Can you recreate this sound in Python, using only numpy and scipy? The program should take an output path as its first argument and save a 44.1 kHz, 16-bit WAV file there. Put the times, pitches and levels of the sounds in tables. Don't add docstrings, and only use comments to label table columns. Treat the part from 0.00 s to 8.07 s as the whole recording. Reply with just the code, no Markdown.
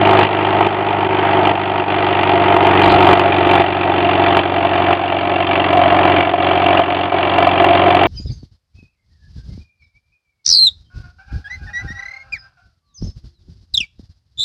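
import sys
import numpy as np
from scipy import signal
from scipy.fft import rfft, irfft, next_fast_len
from scipy.io import wavfile
from scipy.ndimage import uniform_filter1d, map_coordinates

SR = 44100
rng = np.random.default_rng(int(sys.argv[2]) if len(sys.argv) > 2 else 0)


def wrap_up_sound(samples):
    columns = np.atleast_2d(samples).T
    tamed = np.clip(columns, -1, 1)
    steps = np.round(tamed * 32767).astype(np.int16)
    wavfile.write(sys.argv[1], SR, steps)


def amplitude_ratio(level_db):
    exponent = np.asarray(level_db, float) / 20
    return 10 ** exponent


N = 355887
T = np.arange(N) / SR

# t/s, speed/rpm
ENGINE_SPEED = [(0.0, 1514.3), (0.5, 1511.8), (1.0, 1491.7), (1.5, 1473.1), (2.0, 1457.8), (2.5, 1437.7),
                (3.0, 1425.9), (3.5, 1410.5), (4.0, 1398.7), (4.5, 1396.4), (5.0, 1389.8), (5.5, 1388.6),
                (6.0, 1378.9), (6.5, 1378.2), (7.0, 1377.1), (7.5, 1377.7), (8.07, 1384.2)]
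# t/s, angle (0 behind, 1 beside), nearness to the stack mouth/dB, stack ring/dB
CAMERA_WALK = [(0, 0.23, -2, -0.3), (1, 0.16, -3.5, 1.8), (2, 0.2, -0.5, -0.9), (2.7, 0.16, -2.5, 1),
               (3.4, 0.46, 0.5, -2), (4.1, 0.52, 0, -2), (4.9, 0.73, 0.7, -1), (5.6, 0.82, 2, -0.7),
               (6.1, 0.86, -1, 2.5), (6.7, 0.8, 2.15, -1.35), (7.3, 0.81, 2.5, -0.44), (7.8, .9, 0, 2.5),
               (8.07, 0.74, -1.5, 0)]
# lag/share of a cycle, stack tone/dB, blast/dB
CYLINDERS = [(0.00146, -1, -6), (-0.009, -2, -6.54), (.008, -0.5, -5.5), (0.00114, -0.5, -7.5)]
# multiple of the cycle rate, level/dB
DRONE_ORDERS = [(2, -63.5), (3, -70), (4, -47), (5, -57), (6, -48.5), (7, -58.5), (8, -24), (9, -42.5),
                (10, -36.5), (12, -31.5), (13, -44.5), (14, -52), (16, -30), (17, -46.5), (18, -44.5),
                (20, -50), (24, -28), (25, -39.5), (26, -26.5), (27, -43.5), (28, -25.5), (29, -48.5),
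                (30, -24.5), (31, -31.5), (32, -36), (33, -50), (34, -38), (35, -59), (36, -46.5)]
# t/s, stack tone/dB, blast/dB
BARKS = [(0.191, 7, 3), (0.23, 1.5, 3.5), (0.607, 10, 1), (6.794, 9.5, -0.5), (2.294, 8, 3.5),
         (6.184, -3, -3.3), (2.565, 10, 2), (3.026, -2.5, 1.5), (3.195, 4.5, 5.5), (3.492, -4.5, -1),
         (3.577, -0.5, -2), (4.369, 7.5, 5), (4.648, 6.5, 2.5), (4.906, 5, 0), (5.123, 5.5, 1),
         (0.551, 2, -0.5), (5.728, 6, 1.5), (5.858, 5, -3), (6.054, 6, 2), (6.337, 14, 4.5),
         (6.424, -0.5, 2), (6.511, 5.5, 1), (6.685, 7.5, -1.5), (7.12, 9, 0), (7.382, 7, 1.5),
         (7.425, 8.5, 3.5), (7.6, 6, 3.5), (7.643, 9, 2), (7.469, 1, 1), (7.752, -2.5, 5.5)]
# f/Hz, width/Hz, level/dB
STACK_BEHIND = [(377.3, 34, 1), (488, 40, -5.5), (642, 136, -6), (701.6, 45.5, 0), (801, 47.4, 1.5),
                (935, 56, 3), (1290, 98, -10.5)]
# f/Hz, width/Hz, level/dB
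STACK_BESIDE = [(357, 72, -9), (457, 56, -15.5), (559.4, 85, -7), (698.3, 36.4, 8), (760, 170, -7.5),
                (908, 36, -9.5), (959, 52, -3.5), (1049, 70, -6), (1237, 180, -18)]
# f/Hz, width/Hz, level/dB
MOUTH_BEHIND = [(1135, 380, 10.5), (1898, 130, 17), (2343, 407, 15), (2852, 110, 16), (3138, 426, 12),
                (3280, 120, -10.5), (4340, 490, 0.5)]
# f/Hz, width/Hz, level/dB
MOUTH_BESIDE = [(1080, 350, 3.5), (1740, 84, 7.5), (1962, 170, 6), (2300, 98, 13), (2771, 258, 7.5),
                (3207, 160, 8.5), (3437, 214, 5), (4614, 400, -0.5)]
# f/Hz, level per Hz/dB
WHIRR = [(20, -45), (60, -14.5), (250, -23), (500, 3.5), (1000, 5), (2000, 2.5), (4000, -13), (8000, -29)]
# t/s, peak level/dB, length/s
GUSTS = [
    (2.872, -32, 0.044),
    (2.946, -25, 0.051),
]
# t/s, peak level/dB
FLAP_TICKS = [(2.8345, -13.5), (2.8414, -13), (2.8445, -15.5), (2.8609, -17), (2.8964, -13), (2.9015, -15),
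              (2.9108, -13.5), (2.9164, -14), (2.9254, -14.5), (2.941, -13), (2.9467, -14.5)]
# t/s, gain/dB
GAIN_STEPS = [
    (0, 3),
    (0.253, -2.5),
    (0.68, -5),
    (1.521, -5.4),
    (3.143, -0.5),
    (3.619, -4),
    (4.407, -4.5),
    (4.947, -7),
    (6.215, -4.5),
    (6.807, -6.5),
]
# t/s, depth/dB, length/s
GAIN_DIPS = [
    (0.3, 2.5, 0.023),
    (1.084, 9, 0.0069),
    (1.854, 6.5, 0.027),
    (2.584, 4.5, 0.018),
    (5.46, 4.5, 0.0078),
    (6.345, 5.5, 0.037),
    (7.107, 7.5, 0.021),
]
# f/Hz, level/dB
MICROPHONE = [(20, -5.5), (3200, 1.5), (3700, -9.5), (4050, -12.5), (4400, -17), (4800, -18.5),
              (5100, -20.5), (22050, -60.5)]
# f/Hz, level/dB
BAND_EDGE = [(20, 1), (4850, -1), (5100, -11.5), (5350, -63), (22050, -96)]

FIRST_FIRING, SUCTION = 0.132, 0.39
LOBE_ANGLE, LOBE_WIDTH, LOBE_DB = 0.45, 0.26, 3.5
BARK_IN_GAS = 0.18
CRACK = 0.3
FLAP_DB, FLAP_S = 32, 0.003
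CREEP_DB_PER_S, STEP_S = 7, 0.012
CONVERTER_TOP, EDGE_TOP = 0.98, 0.965


def curves(rows):
    s, *columns = np.transpose(rows)
    return [np.interp(T, s, column) for column in columns]


def unit(x):
    return x / np.sqrt(np.mean(x ** 2) + 1e-20)


def filtered(x, response):
    m = 2 * next_fast_len(N // 2 + SR // 4)
    return irfft(rfft(x, m) * response(np.fft.rfftfreq(m, 1 / SR)), m)[..., :N]


def colour(points):
    def response(hz):
        f, db = np.transpose(points)
        level_db = np.interp(np.log(hz + 1), np.log(f + 1), db)
        cepstrum = irfft(np.log(amplitude_ratio(level_db)))
        cepstrum[1:len(hz) - 1] *= 2
        cepstrum[len(hz):] = 0
        return np.exp(rfft(cepstrum))
    return response


def modes(rows):
    def response(f):
        total = 0
        for k, (centre, width, db) in enumerate(rows):
            ring = 1j * f * width / (centre * centre - f * f + 1j * f * width)
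            total = total + (-1) ** k * amplitude_ratio(db) * ring
        return total
    return response


def wobble(rate, t=T):
    knots = rng.standard_normal(int(N * rate / SR) + 4)
    return map_coordinates(knots, [t * rate])


def swell(rows):
    return sum(amplitude_ratio(db) * np.exp(-((T - s) / length) ** 2) for s, db, length in rows)


def crank():
    return np.cumsum(curves(ENGINE_SPEED)[0]) / 120 / SR


def drone():
    step = 21
    cycle, t = crank()[::step], T[::step]
    angle = curves(CAMERA_WALK)[0][::step]
    lobe_db = LOBE_DB * np.exp(-((angle - LOBE_ANGLE) / LOBE_WIDTH) ** 2) - 1.5
    out = 0
    for order, db in DRONE_ORDERS:
        lag = np.pi / 2 * (1 - order % 2) + np.arctan((order - 31.3) / 0.8)
        lag = lag + 0.045 * (order - 11) ** 2 * (order < 20) - 1.1 * (order == 28)
        level_waver = order / 30 * wobble(7.6, t)
        phase_waver = order / 30 * wobble(6.4, t)
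        level = np.sqrt(2) * amplitude_ratio(db + lobe_db * (order > 28.5) + 1.5 * level_waver)
        out = out - level * np.cos(2 * np.pi * order * (cycle - SUCTION) - lag + 0.3 * phase_waver)
    return signal.resample_poly(out, step, 1)[:N]


def firings():
    cycle = crank()
    count = np.arange(-4, 4 * int(cycle[-1]) + 4)
    cylinder = np.array(CYLINDERS)[count % 4]
    due = count / 4 + FIRST_FIRING + cylinder[:, 0]
    inside = (due > 0) & (due < cycle[-1])
    return cylinder[inside], np.interp(due[inside], cycle, T)


def train(times, db):
    place = np.clip(np.round(times * SR).astype(int), 0, N - 1)
    return np.bincount(place, amplitude_ratio(db), N)


def gas(times, db, rise, fall, floor):
    t = T[:SR // 10]
    puff = (1 - np.exp(-t / rise)) * np.exp(-t / fall)
    flare = signal.fftconvolve(train(times, db), puff)[:N]
    return (unit(flare) + floor) * rng.standard_normal(N)


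def heard(x, behind, beside, angle):
    angle = np.clip(angle, 0, 1)
    from_behind = unit(filtered(x, modes(behind)))
    from_beside = unit(filtered(x, modes(beside)))
    return np.sqrt(1 - angle) * from_behind + np.sqrt(angle) * from_beside


def exhaust():
    angle, near_db, ring_db = curves(CAMERA_WALK)
    cylinder, s = firings()
    chance = rng.standard_normal((len(s), 3))
    extra_db = np.minimum(chance[:, 1:] * [1.8, 2.4], 1.8)
    bark = np.array(BARKS)
    nearest = np.abs(s[:, None] - bark[:, 0]).argmin(axis=0)
    extra_db[nearest] = bark[:, 1:]
    tone_extra, blast_extra = extra_db.T

    kick = unit(train(s + 0.00059 + 0.00034 * chance[:, 0], cylinder[:, 1] + tone_extra))
    rough_db = cylinder[:, 1] + BARK_IN_GAS * tone_extra
    rough = unit(gas(s, rough_db, rise=0.00072, fall=0.012, floor=1.0))
    tone = heard(0.6 * kick + 0.88 * rough, STACK_BEHIND, STACK_BESIDE, angle)

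    rasp = unit(gas(s, cylinder[:, 2] + blast_extra, rise=0.00082, fall=0.0058, floor=0.15))
    crack = unit(train(s + 0.0012 + 0.0005 * chance[:, 0], blast_extra))
    blast = heard(rasp + CRACK * crack, MOUTH_BEHIND, MOUTH_BESIDE, angle)
    return amplitude_ratio(near_db) * (amplitude_ratio(-12.5 + ring_db) * tone + amplitude_ratio(-18.5) * blast)


def machinery():
    whirr = unit(filtered(rng.standard_normal(N), colour(WHIRR)))
    return amplitude_ratio(-25 + 1.5 * wobble(8)) * whirr


def wind():
    push = unit(filtered(rng.standard_normal(N), modes([(45, 49, 0)])))
    s, db = np.transpose(FLAP_TICKS)
    hiss = swell([(at, level, FLAP_S) for at, level in FLAP_TICKS]) * rng.standard_normal(N)
    port = modes([(4200, 1200, 0)])
    ticks = filtered(train(s, db + FLAP_DB) + hiss, lambda hz: port(hz) ** 2)
    return swell(GUSTS) * push + ticks


def gain_control():
    s, after_db = np.transpose(GAIN_STEPS)
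    last = np.searchsorted(s[1:], T)
    ramp_db = after_db[last] + CREEP_DB_PER_S * (T - s[last])
    ramp_db = uniform_filter1d(ramp_db, size=max(1, int(STEP_S * SR)))
    dip_db = sum(depth * np.exp(-((T - at) / length) ** 2) for at, depth, length in GAIN_DIPS)
    return amplitude_ratio(ramp_db - dip_db)


def scene():
    return (drone() + exhaust() + machinery() + wind())[None]


def top_cut(x):
    return signal.sosfilt(signal.butter(12, 15850, fs=SR, output="sos"), x)


def record(dry):
    gain = gain_control()
    x = filtered(dry, colour(MICROPHONE)) * gain
    x = np.clip(x, -CONVERTER_TOP, CONVERTER_TOP)
    x = np.clip(filtered(x, colour(BAND_EDGE)), -EDGE_TOP, EDGE_TOP)
    x = x + amplitude_ratio(-82) * gain * rng.standard_normal(x.shape)
    return top_cut(x)


dry = scene()
out = record(dry)
wrap_up_sound(out)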